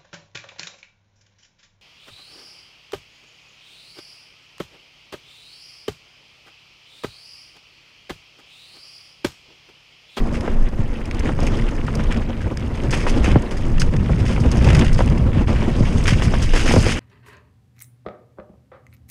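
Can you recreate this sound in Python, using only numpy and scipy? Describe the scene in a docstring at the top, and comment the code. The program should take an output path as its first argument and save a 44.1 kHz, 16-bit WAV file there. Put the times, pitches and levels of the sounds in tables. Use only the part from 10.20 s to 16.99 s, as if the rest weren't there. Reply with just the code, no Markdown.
"""On a bumpy dirt and grass trail a mountain bike rolls fast, heard at a microphone on the rider's chest.
Wind is shaped noise in slow pushes and quick eddies, with short sine swings for its pops.
Tyres are resonant noise: a drone, gritty crunch and grass swish, with pings of stones and stems.
Chain and cable slaps, scrapes and frame knocks are bursts that ring the microphone's housing;
the knocks ring the frame as well."""
import sys
import numpy as np
from scipy import signal
from scipy.fft import rfft, irfft, next_fast_len
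from scipy.io import wavfile
from scipy.ndimage import uniform_filter1d, map_coordinates

SR = 44100
rng = np.random.default_rng(int(sys.argv[2]) if len(sys.argv) > 2 else 0)


def store_pcm(level_fs):
    """Save levels as 16-bit WAV."""
    pcm = np.round(np.clip(level_fs, -1, 1) * 32767).astype(np.int16)
    wavfile.write(sys.argv[1], SR, np.atleast_2d(pcm).T)


N = 299564

# Dirt gives way to grass: t/s, size of the grit (0-1)
STONINESS = [(0, 0.8), (4.9, 0.69), (5.1, 0.37), (6.79, 0.45)]
# Low resonances of the housing: f/Hz, width/Hz, gain/dB
HOUSING_LOW = [(1425, 1160, -3.5), (2117, 970, 1.5), (2780, 493, 3), (3158, 1120, -4.5)]
# High resonances of the housing: f/Hz, width/Hz, gain/dB
HOUSING_HIGH = [(5030, 880, 0), (6470, 380, 2), (7400, 1900, -8), (9800, 1750, -4.5), (13700, 12000, -10)]


def amp(db):
    """Decibels to linear gain."""
    return 10 ** (np.asarray(db) / 20)


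def unit(x):
    """The signal scaled to rms 1."""
    return x / np.sqrt(np.mean(x ** 2) + 1e-20)


def curves(rows):
    """One automation curve, a value per sample, for each column after the time."""
    times, *columns = np.transpose(rows)
    return [np.interp(np.arange(N) / SR, times, column) for column in columns]


def wobble(rate):
    """A smooth random curve with rate knots a second."""
    knots = rng.standard_normal(int(N * rate / SR) + 4)
    return map_coordinates(knots, [np.arange(N) * rate / SR])


def filtered(x, response):
    """The signal filtered by a complex response of frequency."""
    size = next_fast_len(N + SR // 2)
    spectrum = rfft(x, size) * response(np.fft.rfftfreq(size, 1 / SR))
    return irfft(spectrum, size)[:N]


def coloured(x, points):
    """The signal equalised through (Hz, dB) points on a log frequency axis."""
    f, db = np.transpose(points)
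    return filtered(x, lambda hz: amp(np.interp(np.log(hz + 1), np.log(f + 1), db)))


def resonant(x, modes):
    """The signal ringing through parallel (Hz, width Hz, dB) resonances of alternating sign."""
    def response(f):
        total = 0
        for k, (centre, width, db) in enumerate(modes):
            band = 1j * f * width / (centre * centre - f * f + 1j * f * width)
            total = total + (-1) ** k * amp(db) * band
        return total
    return filtered(x, response)


def grit(rate, spread_db, t60, patchy_db, bed):
    """Noise broken into small random bursts over a steady bed, in patches of varying pitch."""
    sizes = amp(spread_db * np.minimum(rng.exponential(size=N), 2.5))
    starts = (rng.random(N) < rate / SR) * sizes * curves(STONINESS)[0]
    decay = amp(-60 * np.arange(SR // 10) / SR / t60)
    shape = signal.fftconvolve(starts, decay)[:N]
    spectrum = signal.stft((bed + shape) * rng.standard_normal(N), nperseg=256)[2]
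    # random gains, smoothed over frequency and then time
    patches = uniform_filter1d(rng.standard_normal(spectrum.shape), size=8, axis=0)
    patches = uniform_filter1d(patches, size=4, axis=1)
    return signal.istft(spectrum * amp(patchy_db * unit(patches)), nperseg=256)[1][:N]


def add(track, s, sound):
    """Mixes a sound into a track at s seconds."""
    part = track[round(s * SR):][:len(sound)]
    part += sound[:len(part)]


def wind():
    """Slow pressure pushes and lumpy eddies shed at the port; strong gusts add quicker eddies."""
    # Gusts: t/s, slow push level/dB, eddy level/dB
    gusts = [(0.0, -11.5, -20.5), (0.25, -29.5, -25.5), (0.42, -9.5, -25.5), (0.6, -17.5, -27),
             (0.8, -25, -31), (1.2, -20, -19), (1.62, -18, -26), (1.76, -16, -15.5), (1.9, -10.5, -25.5),
             (2.02, -21.5, -23), (2.5, -30, -22.5), (2.88, -10, -21), (3.16, -21, -12),
             (3.25, -20.5, -31.5), (3.55, -19.5, -16), (4.15, -25, -14), (4.56, -26, -12),
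             (4.72, -10.5, -16), (5.02, -18.5, -13), (5.3, -17, -17.5), (6.15, -18, -17),
             (6.43, -12.5, -24.5), (6.58, -12.5, -12), (6.79, -23, -27)]
    # Colour of the slow pushes: f/Hz, gain/dB
    push_colour = [(8, -41), (18, 1.5), (32, -5.5), (50, -18.5), (80, -39), (200, -95)]
    # Colour of the eddies: f/Hz, gain/dB
    eddy_colour = [(25, -8.5), (55, 4.5), (100, 0), (160, -5), (300, -19), (600, -29), (1500, -89),
                   (4000, -92)]
    # Colour of the small quick eddies: f/Hz, gain/dB
    quick_colour = [(60, -3), (110, 3.5), (160, 3), (230, -8), (400, -50.5)]
    push_db, eddy_db = curves(gusts)
    push = unit(amp(1.6 * wobble(5.1)) * coloured(rng.standard_normal(N), push_colour))
    lumps = amp(0.34 * wobble(25) + 2.45 * wobble(70))  # shared by both sizes of eddy
    eddy = unit(coloured(lumps * rng.standard_normal(N), eddy_colour))
    quick = unit(coloured(lumps * rng.standard_normal(N), quick_colour))
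    quick_db = -28 + 1.47 * (eddy_db - eddy_db.mean())  # swings wider than the eddies
    return amp(push_db) * push + amp(eddy_db) * eddy + amp(quick_db) * quick


def pebbles(count, hz, cycles, spread_db):
    """Flung stones and snapped stems: tiny decaying sine pings, each at its own pitch."""
    when, tone, size = rng.random((count, 3)).T
    pitch = hz * 2 ** (2.76 * (tone - .5))  # spread over 2.76 octaves
    t = np.arange(256) / SR
    pings = np.sin(2 * np.pi * np.outer(pitch, t)) * np.exp(-np.outer(pitch / cycles, t))
    pings *= amp(-spread_db * np.log(0.07 + size))[:, None]
    places = (when * N).astype(int)[:, None] + np.arange(256)
    return unit(np.bincount(places.ravel(), pings.ravel(), N + 256)[:N])


def tyres():
    """Ground contact drives the tyre drone, the crunch of dirt and the swish of grass as noise."""
    # Rolling: t/s, drone level/dB, crunch level/dB, swish level/dB
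    rolling = [(0.0, -24.5, -42, -48), (0.25, -23, -41, -49.5), (0.6, -29.5, -42, -50),
               (0.95, -27.5, -34.5, -53), (1.3, -21.5, -35, -39.5), (1.66, -28, -38, -47.5),
               (1.85, -24, -34, -50), (2.3, -29.5, -39, -51.5), (2.6, -25.5, -36, -47.5),
               (2.91, -20.5, -32, -38), (3.14, -17, -30, -44), (3.22, -25.5, -34.5, -46),
               (3.61, -25.5, -39.5, -44), (4.1, -25, -35, -46), (4.6, -15.5, -27.5, -36),
               (4.75, -26, -31, -39.5), (5.07, -19.5, -37, -46), (5.12, -26, -35.5, -51),
               (5.22, -19.5, -33, -41), (5.255, -31, -40, -56), (5.3, -21, -36, -37),
               (5.56, -23.5, -28.5, -38.5), (5.62, -22.5, -35, -34.5), (5.79, -23.5, -31, -32.5),
               (6.33, -25, -26, -31.5), (6.5, -17.5, -23.5, -20.5), (6.79, -23.5, -24, -27.5)]
    # Resonances of tyre cavity and frame: f/Hz, width/Hz, gain/dB
    drone_modes = [(226, 20.9, 3.5), (336.3, 99, -4), (509, 177, -7.5), (1060, 650, -17.5)]
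    drone_db, crunch_db, swish_db = curves(rolling)
    crunch_gain, swish_gain = amp(crunch_db), amp(swish_db)
    bumps = wobble(30)  # uneven ground shakes all three together
    stony, = curves(STONINESS)  # grass rolls more evenly than dirt

    drone_sway = amp(1.9 * bumps + 2.26 * wobble(60))
    drone = unit(drone_sway * resonant(rng.standard_normal(N), drone_modes))

    clumps = amp(1.6 * stony * bumps + 1.2 * wobble(16))
    dirt = clumps * grit(330, spread_db=3.6, t60=0.0072, patchy_db=3.5, bed=0.56)
    # harder crunching favours the upper resonances
    brighter = amp(0.093 * (crunch_db - crunch_db.mean()))
    lower, upper = resonant(dirt, HOUSING_LOW[:2]), resonant(dirt, HOUSING_LOW[2:])
    crunch = unit(lower / brighter + upper * brighter)

    stems = grit(160, spread_db=6.0, t60=0.013, patchy_db=2.5, bed=0.98)
    swish_sway = amp(stony * (1.8 * wobble(30) + 1.7 * bumps))
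    swish = unit(swish_sway * resonant(stems, HOUSING_HIGH))

    tick_gain = amp(-7.5) * stony * np.sqrt(crunch_gain * swish_gain)
    ticks = tick_gain * pebbles(count=900, hz=5520, cycles=6.3, spread_db=2.5)
    stone_gain = amp(-8.5) * stony * crunch_gain
    stones = stone_gain * pebbles(count=1200, hz=1783, cycles=2.9, spread_db=7.0)
    return amp(drone_db) * drone + crunch_gain * crunch + swish_gain * swish + ticks + stones


def rattles():
    """Chain and cable slaps: short ragged noise bursts that ring both parts of the housing."""
    # The loud slaps: t/s, drive level/dB, dull part over it/dB, t60/s
    loud = [(0.134, -24, -17, 0.015), (0.146, -29, -2, .02), (0.207, -24, 3, .02), (0.168, -35, 10, .015),
            (0.278, -39, 15, .02), (0.486, -33, -10, 0.025), (0.855, -27.5, -1, 0.028),
            (0.911, -25, 14, .015), (0.946, -24, -1, 0.014), (0.9929, -19.5, -15, 0.025),
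            (1.063, -43, 11, .014), (1.091, -28.5, 12, 0.011), (1.203, -20.5, -9, 0.014),
            (1.228, -24, -7, 0.032), (1.266, -21, 0, 0.057), (1.487, -28, 12, 0.024),
            (1.665, -23, 3, 0.017), (1.6856, -34, 2, 0.018), (1.752, -13.5, -13, 0.016),
            (1.8, -34, 11, 0.015), (1.837, -25, -3, 0.016), (1.915, -40, 19, 0.014), (1.923, -18, 6, 0.014),
            (1.944, -32, 8, .02), (1.97, -23.5, -8, 0.019), (2.371, -17.5, 3, 0.013), (2.396, -28, 4, .012),
            (2.406, -28, 3, .012), (2.552, -30.5, 4, 0.035), (2.635, -26, -3, 0.019),
            (2.707, -20.5, -3, 0.091), (2.731, -28, 15, 0.052), (2.745, -26, 3, 0.018),
            (2.868, -28, 15, .03), (2.884, -28, 18, 0.017), (2.8938, -18, -1, 0.054),
            (3.041, -22, 6, 0.078), (3.059, -31, 22, 0.012), (3.115, -21, 7, 0.027),
            (3.2212, -21, -10, 0.02), (3.309, -28, 4, 0.096), (3.3683, -30, 1, 0.098),
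            (3.58, -32.5, 23, .016), (3.596, -18.5, -28, 0.12), (3.6155, -13, 4, 0.032),
            (3.736, -29.5, 18.5, 0.014), (3.763, -25, 6, 0.025), (4.1989, -28.5, -14, 0.11),
            (4.314, -16.5, -7, 0.037), (4.37, -25, -10, 0.053), (4.443, -23, 6, 0.073),
            (4.475, -23, 16, 0.015), (4.487, -24, 18, 0.014), (4.501, -19, 11, .03), (4.529, -18, 6, 0.023),
            (4.5472, -14.5, 5, 0.039), (4.566, -21, -2, 0.038), (4.591, -13.5, 3, 0.035),
            (4.621, -23, 19, 0.015), (4.645, -23, 3, 0.051), (4.664, -22, 14, 0.015),
            (4.68, -27, 11, 0.027), (4.729, -20.5, -13, 0.027), (4.786, -25, 6, 0.018),
            (4.805, -33, 18, 0.023), (4.821, -21, -9, 0.017), (4.859, -18, -15, .012),
            (4.875, -23, 9, 0.017), (4.898, -20, -2, 0.017), (4.9783, -28, -5, 0.034),
            (5.338, -28, -27, .01), (5.838, -20, -26, 0.025), (5.856, -29, 20, 0.033),
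            (5.878, -16, 8.5, 0.064), (5.931, -25, 13.5, 0.045), (5.999, -31, 6, 0.025),
            (6.0203, -24, 18, 0.017), (6.035, -20, -10, 0.046), (6.138, -27, 7, 0.038),
            (6.2208, -23, -12, 0.16), (6.3614, -29, 9, 0.044), (6.467, -18, -4, 0.02),
            (6.64, -22, 1, 0.023), (6.692, -14.5, 14, 0.0075)]
    dull, bright, edge = np.zeros(N), np.zeros(N), np.zeros(N)
    t = np.arange(SR // 6) / SR
    # light slaps fall at random, 26 a second on average
    draws = rng.random((260, 2))
    light_times = np.cumsum(-np.log(draws[:, 0]) / 26)
    light_db = -32.5 - 4 * np.log(.15 + draws[:, 1])
    light = [(s, db, -3, 0.0076) for s, db in zip(light_times, light_db)]
    for s, db, dull_db, t60 in loud + light:
        shape = amp(db - 60 * t / t60) * (1 - np.exp(-t / 0.0012))
        add(bright, s, shape * rng.standard_normal(len(t)))
        add(dull, s, amp(dull_db) * shape * rng.standard_normal(len(t)))
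        snap = amp(-0.4 * dull_db - 60 * t / .012)  # thin slaps snap harder
        add(edge, s, snap * shape * rng.standard_normal(len(t)))
    crack = amp(-8) * np.diff(edge, 2, prepend=[0, 0])  # the unresonant edge of each slap
    links = amp(2.0 * wobble(600))  # single links strike within a slap
    high = amp(10.5) * resonant(links * bright, HOUSING_HIGH)
    low = amp(11.5) * resonant(links * dull, HOUSING_LOW)
    return high + low + links * crack


def scrapes():
    """Tyres cut through loose grit and weeds: a sudden, finely grained rasp holds and trails off."""
    # Cuts through grit and weeds: t/s, hold/s, dull level/dB, bright level/dB
    cuts = [(0.141, 0.022, -30, -36.5), (0.252, 0.045, -36, -48), (1.67, 0.0084, -34, -49),
            (1.788, 0.021, -30.5, -48), (1.908, 0.014, -25.5, -53), (2.725, 0.015, -21, -26),
            (2.748, 0.039, -34, -33), (2.8, 0.035, -34, -40), (2.87, 0.023, -28, -31),
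            (3.03, 0.067, -29, -35), (3.601, 0.019, -29, -36), (3.98, 0.021, -33.5, -37),
            (4.053, 0.082, -29.5, -32), (4.464, 0.042, -25, -30.5), (4.78, 0.023, -27.5, -33),
            (5.128, 0.068, -31, -58), (5.272, 0.03, -28.5, -38), (5.348, 0.096, -30, -51),
            (5.648, 0.026, -30.5, -39), (5.868, 0.043, -19, -22.5), (6.026, 0.023, -26, -26),
            (6.216, 0.027, -28.5, -30), (6.335, 0.086, -21.5, -26), (6.456, 0.057, -19.5, -43),
            (6.515, 0.021, -28, -22), (6.662, 0.063, -20, -24)]
    trail_t60_s = 0.15
    dull, bright, t = np.zeros(N), np.zeros(N), np.arange(SR // 3) / SR
    for s, length, dull_db, bright_db in cuts:
        attack = np.clip(t / 0.0013, 0, 1)
        shape = attack * amp(-60 * np.clip(t - length, 0, 1) / trail_t60_s)
        add(dull, s, amp(dull_db) * shape)
        add(bright, s, amp(bright_db) * shape)
    grain = amp(2.6 * wobble(300))
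    coarse = grit(300, spread_db=-1.0, t60=0.0048, patchy_db=0.5, bed=1.0)
    fine = grit(300, spread_db=-6.0, t60=0.0034, patchy_db=0.5, bed=0.98)
    low = unit(grain * resonant(coarse, HOUSING_LOW))
    high = unit(grain * resonant(fine, HOUSING_HIGH))
    return dull * low + bright * high


def knocks():
    """Each bump jolts the frame raggedly; where it lands decides which modes speak."""
    # Bumps: t/s, strength/dB, pitch that the blow favours f/Hz
    blows = [(0.277, -13.5, 585), (1.092, -14.5, 760), (1.189, -16.5, 710), (1.681, -17, 1130),
             (1.795, -22, 1360), (2.096, -23, 584), (2.732, -17, 958), (2.866, -10.5, 875),
             (3.044, -16.5, 630), (3.157, -9.5, 684), (3.737, -21, 563), (3.894, -14.5, 600),
             (4.177, -19.5, 800), (4.353, -21, 676), (4.474, -13, 638), (4.501, -14.5, 649),
             (4.529, -17, 630), (4.62, -28, 794), (4.79, -10.5, 670), (4.805, -9, 736), (5.281, -20, 781),
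             (5.42, -19, 624), (5.855, -23, 1390), (5.886, -13.5, 1380), (5.999, -23, 1020),
             (6.02, -15, 840), (6.137, -13, 885), (6.335, -14, 655), (6.36, -15.5, 640), (6.46, -22, 587),
             (6.51, -12, 915), (6.537, -8, 547), (6.562, -8.5, 640), (6.664, -12.5, 581)]
    # Modes of the knocked frame: f/Hz, width/Hz, gain/dB
    frame_modes = [(306, 92, 1), (508, 134, 3.5), (707, 500, -4), (968, 147, 0.5), (1340, 197, -10.5)]
    jolt_t60_s = 0.061
    jolts, t = np.zeros(N), np.arange(SR // 8) / SR
    for s, db, hz in blows:
        jolt = amp(-60 * t / jolt_t60_s) * (1 - np.exp(-t / 0.00055)) * rng.standard_normal(len(t))
        jolt[:12] += 3.07 * np.hanning(12)  # the first blow
        favour = signal.iirpeak(hz, 1 / 0.8, SR)  # band 0.8 of its pitch wide
        add(jolts, s, amp(db) * signal.lfilter(*favour, jolt))
    return amp(15.5) * resonant(jolts, frame_modes) + amp(8.0) * resonant(jolts, HOUSING_LOW)


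def thumps():
    """A strong eddy hits the port as a short sine swing that slows down."""
    # Wind pops: t/s, envelope peak level/dB, final pitch f/Hz, extra quick cycles at the start
    pops = [(0.591, -9.5, 88, 0.54), (3.157, 0, 106.5, 2.7), (5.17, -5.5, 118, 1), (5.606, -3, 103, 1.3),
            (5.922, -3.5, 103, 0.95), (6.538, -9, 148, 0.83), (6.562, -6, 151, 2.85)]
    out, t = np.zeros(N), np.arange(SR // 10) / SR
    shape = amp(-60 * t / 0.051) * (1 - np.exp(-t / 0.011))
    for s, db, hz, quick in pops:
        phase = 2 * np.pi * (hz * t + quick * (1 - np.exp(-t / 0.0031)))
        add(out, s, amp(db) * shape / shape.max() * np.sin(phase))
    return out


def scene():
    """Everything sums at one microphone."""
    return (wind() + tyres() + rattles() + scrapes() + knocks() + thumps())[None]


def record(dry):
    """The port colours the sound; self-noise, soft clipping and a band limit follow."""
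    # Colour of the microphone port: f/Hz, gain/dB
    port = [(100, -1), (3200, -6.5), (4150, -9.5), (5000, -7.5), (9800, -10), (11800, -25), (15000, -30)]
    full_scale, top_hz = .95, 15350
    x = coloured(dry[0], port) + amp(-67.0) * rng.standard_normal(N)
    x = x / (1 + (x / full_scale) ** 4) ** (1 / 4)
    return filtered(x, lambda hz: hz < top_hz)[None]


dry = scene()
out = record(dry)
store_pcm(out)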